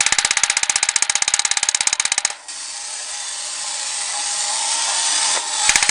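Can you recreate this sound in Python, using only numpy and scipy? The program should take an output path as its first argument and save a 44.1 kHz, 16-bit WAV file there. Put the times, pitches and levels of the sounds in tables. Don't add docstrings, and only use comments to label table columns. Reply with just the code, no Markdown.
import sys
import numpy as np
from scipy import signal
from scipy.fft import rfft, irfft, next_fast_len
from scipy.io import wavfile
from scipy.ndimage import uniform_filter1d, map_coordinates

SR = 44100
rng = np.random.default_rng(int(sys.argv[2]) if len(sys.argv) > 2 else 0)


def int16_out(signal):
    q = np.round(np.clip(np.atleast_2d(signal).T, -1, 1) * 32767)
    wavfile.write(sys.argv[1], SR, q.astype(np.int16))


N = 260180
TOP_HZ = 10080


def amp(db):
    return 10 ** (np.asarray(db) / 20)


def unit(x):
    return x / np.sqrt(np.mean(x ** 2) + 1e-20)


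def along(points, hz):
    f, v = np.transpose(points)
    return np.interp(np.log(hz + 1), np.log(f + 1), v)


def wobble(rate):
    knots = rng.standard_normal(int(N * rate / SR) + 4)
    return map_coordinates(knots, [np.arange(N) * rate / SR])


def filtered(x, response):
    m = next_fast_len(len(x) + 4096)
    hz = np.fft.rfftfreq(m, 1 / SR)
    return irfft(rfft(x, m) * response(hz), m)[:len(x)]


def resonance(hz, centre, width):
    return 1j * hz * width / (centre ** 2 - hz ** 2 + 1j * hz * width)


def body(modes, hz):
    return sum((-1) ** k * amp(db) * resonance(hz, c, w) for k, (c, w, db) in enumerate(modes))


def add(track, s, sound):
    start = int(np.clip(round(s * SR), 0, N))
    track[start:start + len(sound)] += sound[:N - start]


def ramp(start, length):
    return np.clip((np.arange(N) / SR - start) / length, 0, 1)


def travelling(x, patch_db):
    z = signal.stft(x, nperseg=2048)[2]
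    field = uniform_filter1d(rng.standard_normal(z.shape), size=3, axis=0)
    field = uniform_filter1d(field, size=11, axis=1)
    return unit(signal.istft(z * amp(patch_db * unit(field)), nperseg=2048)[1][:N])


# (frequency [Hz], spectral level [dB per Hz])
RUMBLE_SPECTRUM = [(25, 3), (55, 3.5), (90, -2.5), (170, 0), (450, -0.5), (1000, -31), (4000, -28.5)]


def room(room_db=-70):
    noise = rng.standard_normal(N)
    return amp(room_db) * unit(filtered(noise, lambda hz: amp(along(RUMBLE_SPECTRUM, hz))))


# (start [s], fall [s], recovery [s], depth [dB])
SLACKENING = (5.35, 0.08, 0.25, 8.5)


def slack():
    start, fall, recovery, depth_db = SLACKENING
    return depth_db * (ramp(start, fall) - ramp(start + fall, recovery))


LIFT_S, FREE_S, CATCH_S, ENGAGE_S = 2.3, 2.481, 5.69, 0.007
HELD_DB, COAST_DB, FREE_DB = -58, -42.5, -30.5
SWELL_DB_PER_S = 4.5
BRAKE_DB = -5
DRONE_HELD_DB, DRONE_FREE_DB, DRONE_DB_PER_S, DRONE_SLACK = -45.5, -44.5, 4.5, 0.34
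EFFORT_HELD, EFFORT_FREE, EFFORT_PER_S = 1, 0.041, 0.05


def running():
    run_s = np.clip(np.arange(N) / SR - FREE_S, 0, SLACKENING[0] - FREE_S)
    lifted, free, caught = ramp(LIFT_S, ENGAGE_S), ramp(FREE_S, ENGAGE_S), ramp(CATCH_S, ENGAGE_S)
    slack_db = slack()
    idle_db = HELD_DB + (COAST_DB - HELD_DB) * lifted
    hiss_db = (1 - free) * idle_db + free * (FREE_DB + SWELL_DB_PER_S * run_s) - slack_db
    free_drone_db = DRONE_FREE_DB + DRONE_DB_PER_S * run_s
    hull_db = (1 - free) * DRONE_HELD_DB + free * free_drone_db - DRONE_SLACK * slack_db
    effort = (1 - lifted) * EFFORT_HELD + lifted * (EFFORT_FREE + EFFORT_PER_S * run_s)
    return hiss_db + BRAKE_DB * caught, hull_db + BRAKE_DB * caught, np.clip(effort, 0, 1)


def teeth(rate=7000, spread_db=-0.5):
    hit = rng.random(N) < rate / SR
    return unit(hit * rng.standard_normal(N) * amp(spread_db * rng.standard_normal(N)))


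# (frequency [Hz], spectral level [dB per Hz])
LIGHT_COLOUR = [(650, -48), (1100, -13), (1480, -15), (1860, -8.5), (2390, -11.5), (2900, -11.5),
                (4080, -9.5), (4650, -8.5), (5050, -7.5), (6480, -6.5), (8160, -4), (9200, -6),
                (10000, -15.5), (13000, -60), (22000, -120)]
# (frequency [Hz], spectral level [dB per Hz])
HARD_COLOUR = [(650, -24), (1100, -6), (1400, 6), (1520, -2.5), (1860, 5.5), (2040, -6), (2850, -1),
               (3460, 11), (4320, -6.5), (4650, -14.5), (6720, -4), (8390, -21), (10000, -11), (13000, -43),
               (22000, -120)]
# (frequency [Hz], width [Hz], lift [dB])
PANEL_MODES = [(2030, 42, -6), (3300, 96, -4), (4570, 280, 6.5), (5210, 160, 4.5), (6100, 200, 3.5),
               (8380, 110, 6)]
# (frequency [Hz], width [Hz], level [dB])
HOLLOW_MODES = [(294, 90, -22.5), (601, 38, -8.5), (678, 36, -10), (752, 69, -9), (827, 53, -1),
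                (905, 99, -2.5), (1050, 46, -5.5)]


def gears(light_db=0, hard_db=0, drone_db=-1, rumble_db=-35, flutter_db=0.5, grain_db=0.7):
    hiss_db, hull_db, effort = running()

    def panels(hz):
        return amp(sum(db * np.abs(resonance(hz, c, w)) ** 2 for c, w, db in PANEL_MODES))

    contacts = filtered(travelling(teeth() + rng.standard_normal(N), patch_db=3.0), panels)
    light = unit(filtered(contacts, lambda hz: amp(along(LIGHT_COLOUR, hz))))
    hard = unit(filtered(contacts, lambda hz: amp(along(HARD_COLOUR, hz))))
    mesh = amp(light_db) * (1 - effort) * light + amp(hard_db) * effort * hard
    hull = travelling(filtered(teeth(), lambda hz: body(HOLLOW_MODES, hz)), patch_db=4.0)
    rumble = filtered(rng.standard_normal(N), lambda hz: amp(along(RUMBLE_SPECTRUM, hz)))
    rumble = travelling(rumble, patch_db=3.0)
    uneven_db = flutter_db * wobble(60) + grain_db * wobble(320)
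    sound = amp(hiss_db + uneven_db) * mesh
    sound += amp(hull_db + drone_db) * hull
    return sound + amp(hiss_db + rumble_db) * rumble


# (frequency [Hz], level against the drone's running level [dB])
HUM_TONES = [(300, -26), (609, -16), (820, -7.5), (1052, -16), (1906, -11.5), (4570, -17), (5180, -29.5)]


def hum(drift=0.005, waver_db=3):
    _, hull_db, _ = running()
    out = np.zeros(N)
    for hz, db in HUM_TONES:
        level = amp(hull_db + db + waver_db * wobble(12))
        phase = 2 * np.pi * np.cumsum(hz * (1 + drift * wobble(9))) / SR
        out += level * np.sqrt(2) * np.sin(phase)
    return out


# (time [s], hollow clack [dB], mid ping [dB], treble crack [dB], afterring [dB])
PAWL_SNAPS = [(0.0063, 1.5, -2, 3.5, 8), (0.0634, 1, 4, 3, 4.5), (0.1233, 6, 2, 2.5, 4),
              (0.185, 3.5, 2.5, 4, 6.5), (0.2472, 2, 1, 3.5, 5), (0.3081, 2.5, 1, 2, 2),
              (0.3697, 2.5, -5.5, 2, 6.5), (0.4345, 3.5, -2, 3.5, 5), (0.4982, -0.5, -3.5, 3.5, 5.5),
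              (0.5681, 0, -3, 2.5, 2), (0.6308, -2.5, 2.5, 1.5, 0.5), (0.6958, -1.5, -4.5, 4, 3.5),
              (0.757, -2, -4, 4, 3.5), (0.8285, 0, 1, 3.5, 3), (0.8879, -0.5, -4.5, 1.5, 1.5),
              (0.9598, -0.5, -3, 3, 1), (1.0231, -1.5, -6, 4.5, 2), (1.0959, 0, -1.5, 3.5, -1.5),
              (1.1536, -3.5, -1, 2, 3), (1.221, -0.5, -1.5, 1.5, -5), (1.2783, -3.5, 5.5, 1.5, 2.5),
              (1.338, -2.5, -3, 5, 3), (1.393, -2.5, 5.5, 1.5, -8), (1.45, -2, -2.5, 2.5, 2),
              (1.5125, -2, 2, 1, -0.5), (1.5703, -2, 1, 1.5, -0.5), (1.6295, -3, 2, 2, 2.5),
              (1.6872, -4.5, 1, 3.5, -6), (1.746, -3.5, 0.5, 3, -2.5), (1.8062, -5, 3.5, 0.5, 2),
              (1.871, -4, -2.5, 5, 1), (1.928, -2, 0.5, 1, -8.5), (1.997, -2.5, 1.5, 1.5, 0),
              (2.0521, -4, -0.5, 2, 0), (2.1185, -1.5, 2.5, 2.5, -4), (2.179, -1, -0.5, 3, -3.5),
              (2.2493, -2, -0.5, 3, 0.5), (2.301, -25.5, -17, -8.5, -4.5), (5.6933, 7.5, 0, 5.5, 8),
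              (5.7563, 7, 1, 5.5, 9), (5.826, 4.5, -2, 2, 4.5), (5.8918, 4.5, 0.5, 4, -4)]
# (frequency [Hz], level [dB], t60 [s])
TIN_MODES = [(809.4, 0.5, 0.028), (923, -5, 0.057), (1188, -5.5, .045), (1473, -24, 0.14),
             (1683, -1.5, 0.048), (1813, -13, 0.12), (2085, -10.5, 0.08), (2414, 8, 0.015),
             (3047, -6, 0.05), (3824, -5.5, 0.055), (3970, 8, 0.016), (4635, -1, 0.0097), (4980, 1, 0.027),
             (5367, 3.5, 0.017), (6400, 15.5, 0.0082), (6650, 14, 0.01), (7160, 8, 0.0092),
             (7860, 5, 0.012), (8420, -3.5, 0.021), (9043, 3, 0.013)]
# (frequency [Hz], spectral level [dB per Hz])
CRACK_SPECTRUM = [(400, -29.5), (1400, -36), (2200, -3), (3200, -5), (4100, -1), (5800, 0.5), (6600, 5),
                  (7500, 2.5), (8700, 4.5), (10000, -12)]
BAND_CENTRES = [1000, 2250, 3950, 5300]
SNAP_DB = -2.5
CLACK_HZ, CLACK_PEAK_S, CLACK_DB = 2200, 0.001, -4.3
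CRACK_T60_S, CRACK_RISE_S, RING_RISE_S = 0.027, 0.0011, 0.0008
BLOOM_CYCLES = 0.86
PUSH_TIME_S, PUSH_DB = 0.00018, -20


def pawl(lead=0.0036, onset_db=-17.5, onset_fade=0.00084, crack_db=-2, ring_db=-14.0,
         scatter=0.16, detune=0.009):
    out, t = np.zeros(N), np.arange(SR // 20) / SR
    hz, mode_db, t60 = np.transpose(TIN_MODES)[:, :, None]
    flip = np.arange(len(TIN_MODES))[:, None] / 2
    swell = (t / CLACK_PEAK_S * np.exp(1 - t / CLACK_PEAK_S)) ** 3
    for s, clack_db, ping_db, treble_db, _ in PAWL_SNAPS:

        def colour(f):
            return np.interp(f, BAND_CENTRES, [clack_db / 2, clack_db, ping_db, treble_db])

        def rasp():
            noise = filtered(rng.standard_normal(len(t)), lambda f: amp(along(CRACK_SPECTRUM, f)))
            return filtered(unit(noise), lambda f: amp(colour(f)))

        level = amp(mode_db + colour(hz) + 1.0 * rng.standard_normal(hz.shape) - 60 * t / t60)
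        slip = scatter * hz / 3000 * rng.standard_normal(hz.shape)
        mode_hz = hz * (1 + detune * rng.standard_normal(hz.shape))
        phase = 2 * np.pi * (mode_hz * t + flip + slip)
        bloom = (1 - np.exp(-t / np.maximum(RING_RISE_S, BLOOM_CYCLES / hz))) ** 2
        ring = np.sum(level * bloom * np.sin(phase), axis=0)
        ring = filtered(ring, lambda f: f ** 4 / (f ** 4 + 600 ** 4))
        clack = amp(CLACK_DB + clack_db) * swell * np.sin(2 * np.pi * (CLACK_HZ * t + rng.random()))
        crack = amp(crack_db - 60 * t / CRACK_T60_S) * (1 - np.exp(-t / CRACK_RISE_S)) ** 2 * rasp()
        push = amp(PUSH_DB + clack_db) * t / PUSH_TIME_S * np.exp(1 - t / PUSH_TIME_S)
        add(out, s, clack + amp(ring_db) * ring + crack + push)
        onset = amp(onset_db) * rasp() * np.exp(-np.abs(t - lead) / onset_fade)
        add(out, s - lead, onset)
    return amp(SNAP_DB) * out


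def thumps(thump_db=-52, growth=3.55, rise=0.0011, fade=0.02):
    out, t = np.zeros(N), np.arange(SR // 8) / SR
    for s, clack_db, *_ in PAWL_SNAPS:
        offset = (1 - np.exp(-t / rise)) * np.exp(-t / fade)
        add(out, s, amp(thump_db + growth * clack_db) * offset)
    return out


# (frequency [Hz], spectral level [dB per Hz])
LINGER_SPECTRUM = [(100, -39), (450, -23), (680, -9.5), (830, -5), (1060, -9), (1400, 1.5), (2200, -1.5),
                   (3200, -2), (3900, 4.5), (4800, 2), (6500, 1), (7800, -4.5), (8700, -12), (10000, 4.5)]
# (frequency [Hz], t60 [s])
LINGER_DECAY = [(300, 0.26), (830, 0.44), (2000, 0.58), (5000, 0.12), (10000, 0.12)]
# (frequency [Hz], level [dB], t60 [s])
SINGING_MODES = [(602.5, -42.5, 0.14), (815, -31, 0.2), (899, -41, 0.45), (1220, -42, .25),
                 (1373, -43, 0.26), (1780, -40, 0.2), (2120, -40.5, .22), (2210, -65, .2), (3140, -44, .25)]


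def afterring(linger_db=-25, count=600, spread_db=2, scatter=0.33):
    out, t = np.zeros(N), np.arange(SR // 5) / SR
    places = (np.arange(count) + rng.random(count)) / count
    hz = 100 + (TOP_HZ - 100) * places ** 1.3
    gain = amp(along(LINGER_SPECTRUM, hz) + spread_db * rng.standard_normal(count))
    gain = gain * np.sqrt(np.gradient(hz))
    decay = np.log(1000) / along(LINGER_DECAY, hz)
    modes = np.exp(np.outer(2j * np.pi * hz - decay, t).astype(np.complex64))
    turns = rng.random(count) + scatter * hz / 3000 * rng.standard_normal((len(PAWL_SNAPS), count))
    starts = gain / np.linalg.norm(gain) * np.exp(2j * np.pi * turns)
    tails = (starts.astype(np.complex64) @ modes).real
    sing_hz, sing_db, sing_t60 = np.transpose(SINGING_MODES)[:, :, None]
    fading = amp(sing_db - 60 * t / sing_t60)
    for (s, *_, db), tail in zip(PAWL_SNAPS, tails):
        phase = 2 * np.pi * (sing_hz * t + rng.random(sing_hz.shape))
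        singing = np.sum(fading * np.sin(phase), axis=0)
        add(out, s, amp(db + linger_db) * np.sqrt(2) * tail + amp(db / 2) * singing)
    return out


def rattle(count=10, tick_db=-29, first=0.0054, last=0.058, fade_db_per_s=110, tick_hz=2800,
           spread=0.375, t60=0.016, rise=0.0003):
    out, t = np.zeros(N), np.arange(SR // 50) / SR
    for s, *_, after_db in PAWL_SNAPS:
        for delay in rng.uniform(first, last, count):
            hz = tick_hz * np.exp(spread * rng.standard_normal((3, 1)))
            uneven_db = rng.uniform(-6, 6)
            db = tick_db + after_db - fade_db_per_s * delay + uneven_db
            ring = np.sin(2 * np.pi * (hz * t + rng.random(hz.shape))).sum(axis=0)
            add(out, s + delay, amp(db - 60 * t / t60) * (1 - np.exp(-t / rise)) ** 2 * ring)
    return out


# (delay [s], level [dB])
WALL_ECHOES = [(0.0253, -17.5), (0.0363, -46)]
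# (frequency [Hz], level [dB])
WALL_COLOUR = [(800, -8), (2200, -4.5), (3900, 5), (6000, -4), (10000, -1)]


def echoes(x):
    def walls(hz):
        delayed = sum(amp(db) * np.exp(-2j * np.pi * hz * s) for s, db in WALL_ECHOES)
        return amp(along(WALL_COLOUR, hz)) * delayed

    return filtered(x, walls)


# (time [s], level [dB])
CLUNK_CONTACTS = [(2.301, -27), (5.349, -18), (5.361, -21.5), (5.372, -17.5)]
# (frequency [Hz], width [Hz], level [dB])
CHASSIS_MODES = [(392, 91, -4), (580, 91, 0.5), (880, 270, -1.5), (1300, 33, 7), (1980, 600, -3)]


def clunk(t60=0.044):
    out, t = np.zeros(N), np.arange(SR // 8) / SR
    chassis = lambda hz: body(CHASSIS_MODES, hz)
    for s, db in CLUNK_CONTACTS:
        shake = rng.standard_normal(len(t))
        ring = filtered(shake * amp(-60 * t / t60), chassis)
        add(out, s, amp(db) * ring / np.std(filtered(shake, chassis)))
    return out


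# (time [s], level [dB])
GEAR_BITES = [(2.483, -25), (2.502, -25)]


def bites(t60=0.035, rise=0.001):
    out, t = np.zeros(N), np.arange(SR // 20) / SR
    for s, db in GEAR_BITES:
        rasp = unit(filtered(rng.standard_normal(len(t)), lambda hz: amp(along(LIGHT_COLOUR, hz))))
        add(out, s, rasp * amp(db - 60 * t / t60) * (1 - np.exp(-t / rise)))
    return out


# (time [s], tooth rate [Hz], level [dB])
WHEEL_WHINE = [(4.08, 820, -58.5), (4.159, 824, -34), (4.21, 835, -37), (4.27, 822, -47),
               (4.42, 843.5, -37.5), (4.499, 817, -32.5), (4.53, 890, -35), (4.6, 904, -32.5),
               (4.68, 894, -34.5), (4.76, 911.7, -31.5), (4.91, 904, -36.5), (5.0, 907, -32),
               (5.15, 908, -39), (5.22, 905, -30.5), (5.36, 890, -40), (5.43, 885, -63), (5.571, 870, -44),
               (5.66, 856, -30.5), (5.72, 834, -37)]
SLOW_WHEEL_RATIO = 3 / 4


def whine(slow_wheel_db=-14, flutter=0.004, waver_db=1.0):
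    s, hz, db = np.transpose(WHEEL_WHINE)
    t = np.arange(N) / SR
    phase = 2 * np.pi * np.cumsum(np.interp(t, s, hz) * (1 + flutter * wobble(50))) / SR
    tones = np.sin(phase) + amp(slow_wheel_db) * np.sin(SLOW_WHEEL_RATIO * phase)
    return amp(np.interp(t, s, db) + waver_db * wobble(22)) * np.sqrt(2) * tones


# (time [s], level [dB])
HULL_BUMPS = [(4.13, -31), (4.49, -32), (4.872, -26)]
# (frequency [Hz], width [Hz], level [dB])
UNDERSIDE_MODES = [(644, 60, -9), (800, 46, -3), (1040, 37, 1), (1180, 32, -6), (1660, 90, -9.5)]


def bumps(t60=0.38, rise=0.0024):
    out, t = np.zeros(N), np.arange(SR // 4) / SR
    for s, db in HULL_BUMPS:
        shake = unit(filtered(rng.standard_normal(len(t)), lambda hz: body(UNDERSIDE_MODES, hz)))
        add(out, s, shake * amp(db - 60 * t / t60) * (1 - np.exp(-t / rise)))
    return out


def scene():
    snaps = pawl()
    steady = room() + gears() + hum()
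    struck = snaps + thumps() + afterring() + rattle() + echoes(snaps)
    freed = clunk() + bites() + whine() + bumps()
    return (steady + struck + freed)[None]


def record(dry, top=1.0):
    held = dry[0] / (1 + np.abs(dry[0] / top) ** 6) ** (1 / 6)

    def band(hz):
        bass_cut = 1j * hz / (1j * hz + 5)
        return bass_cut / np.sqrt(1 + (hz / TOP_HZ) ** 300)

    return filtered(held, band)[None]


dry = scene()
out = record(dry)
int16_out(out)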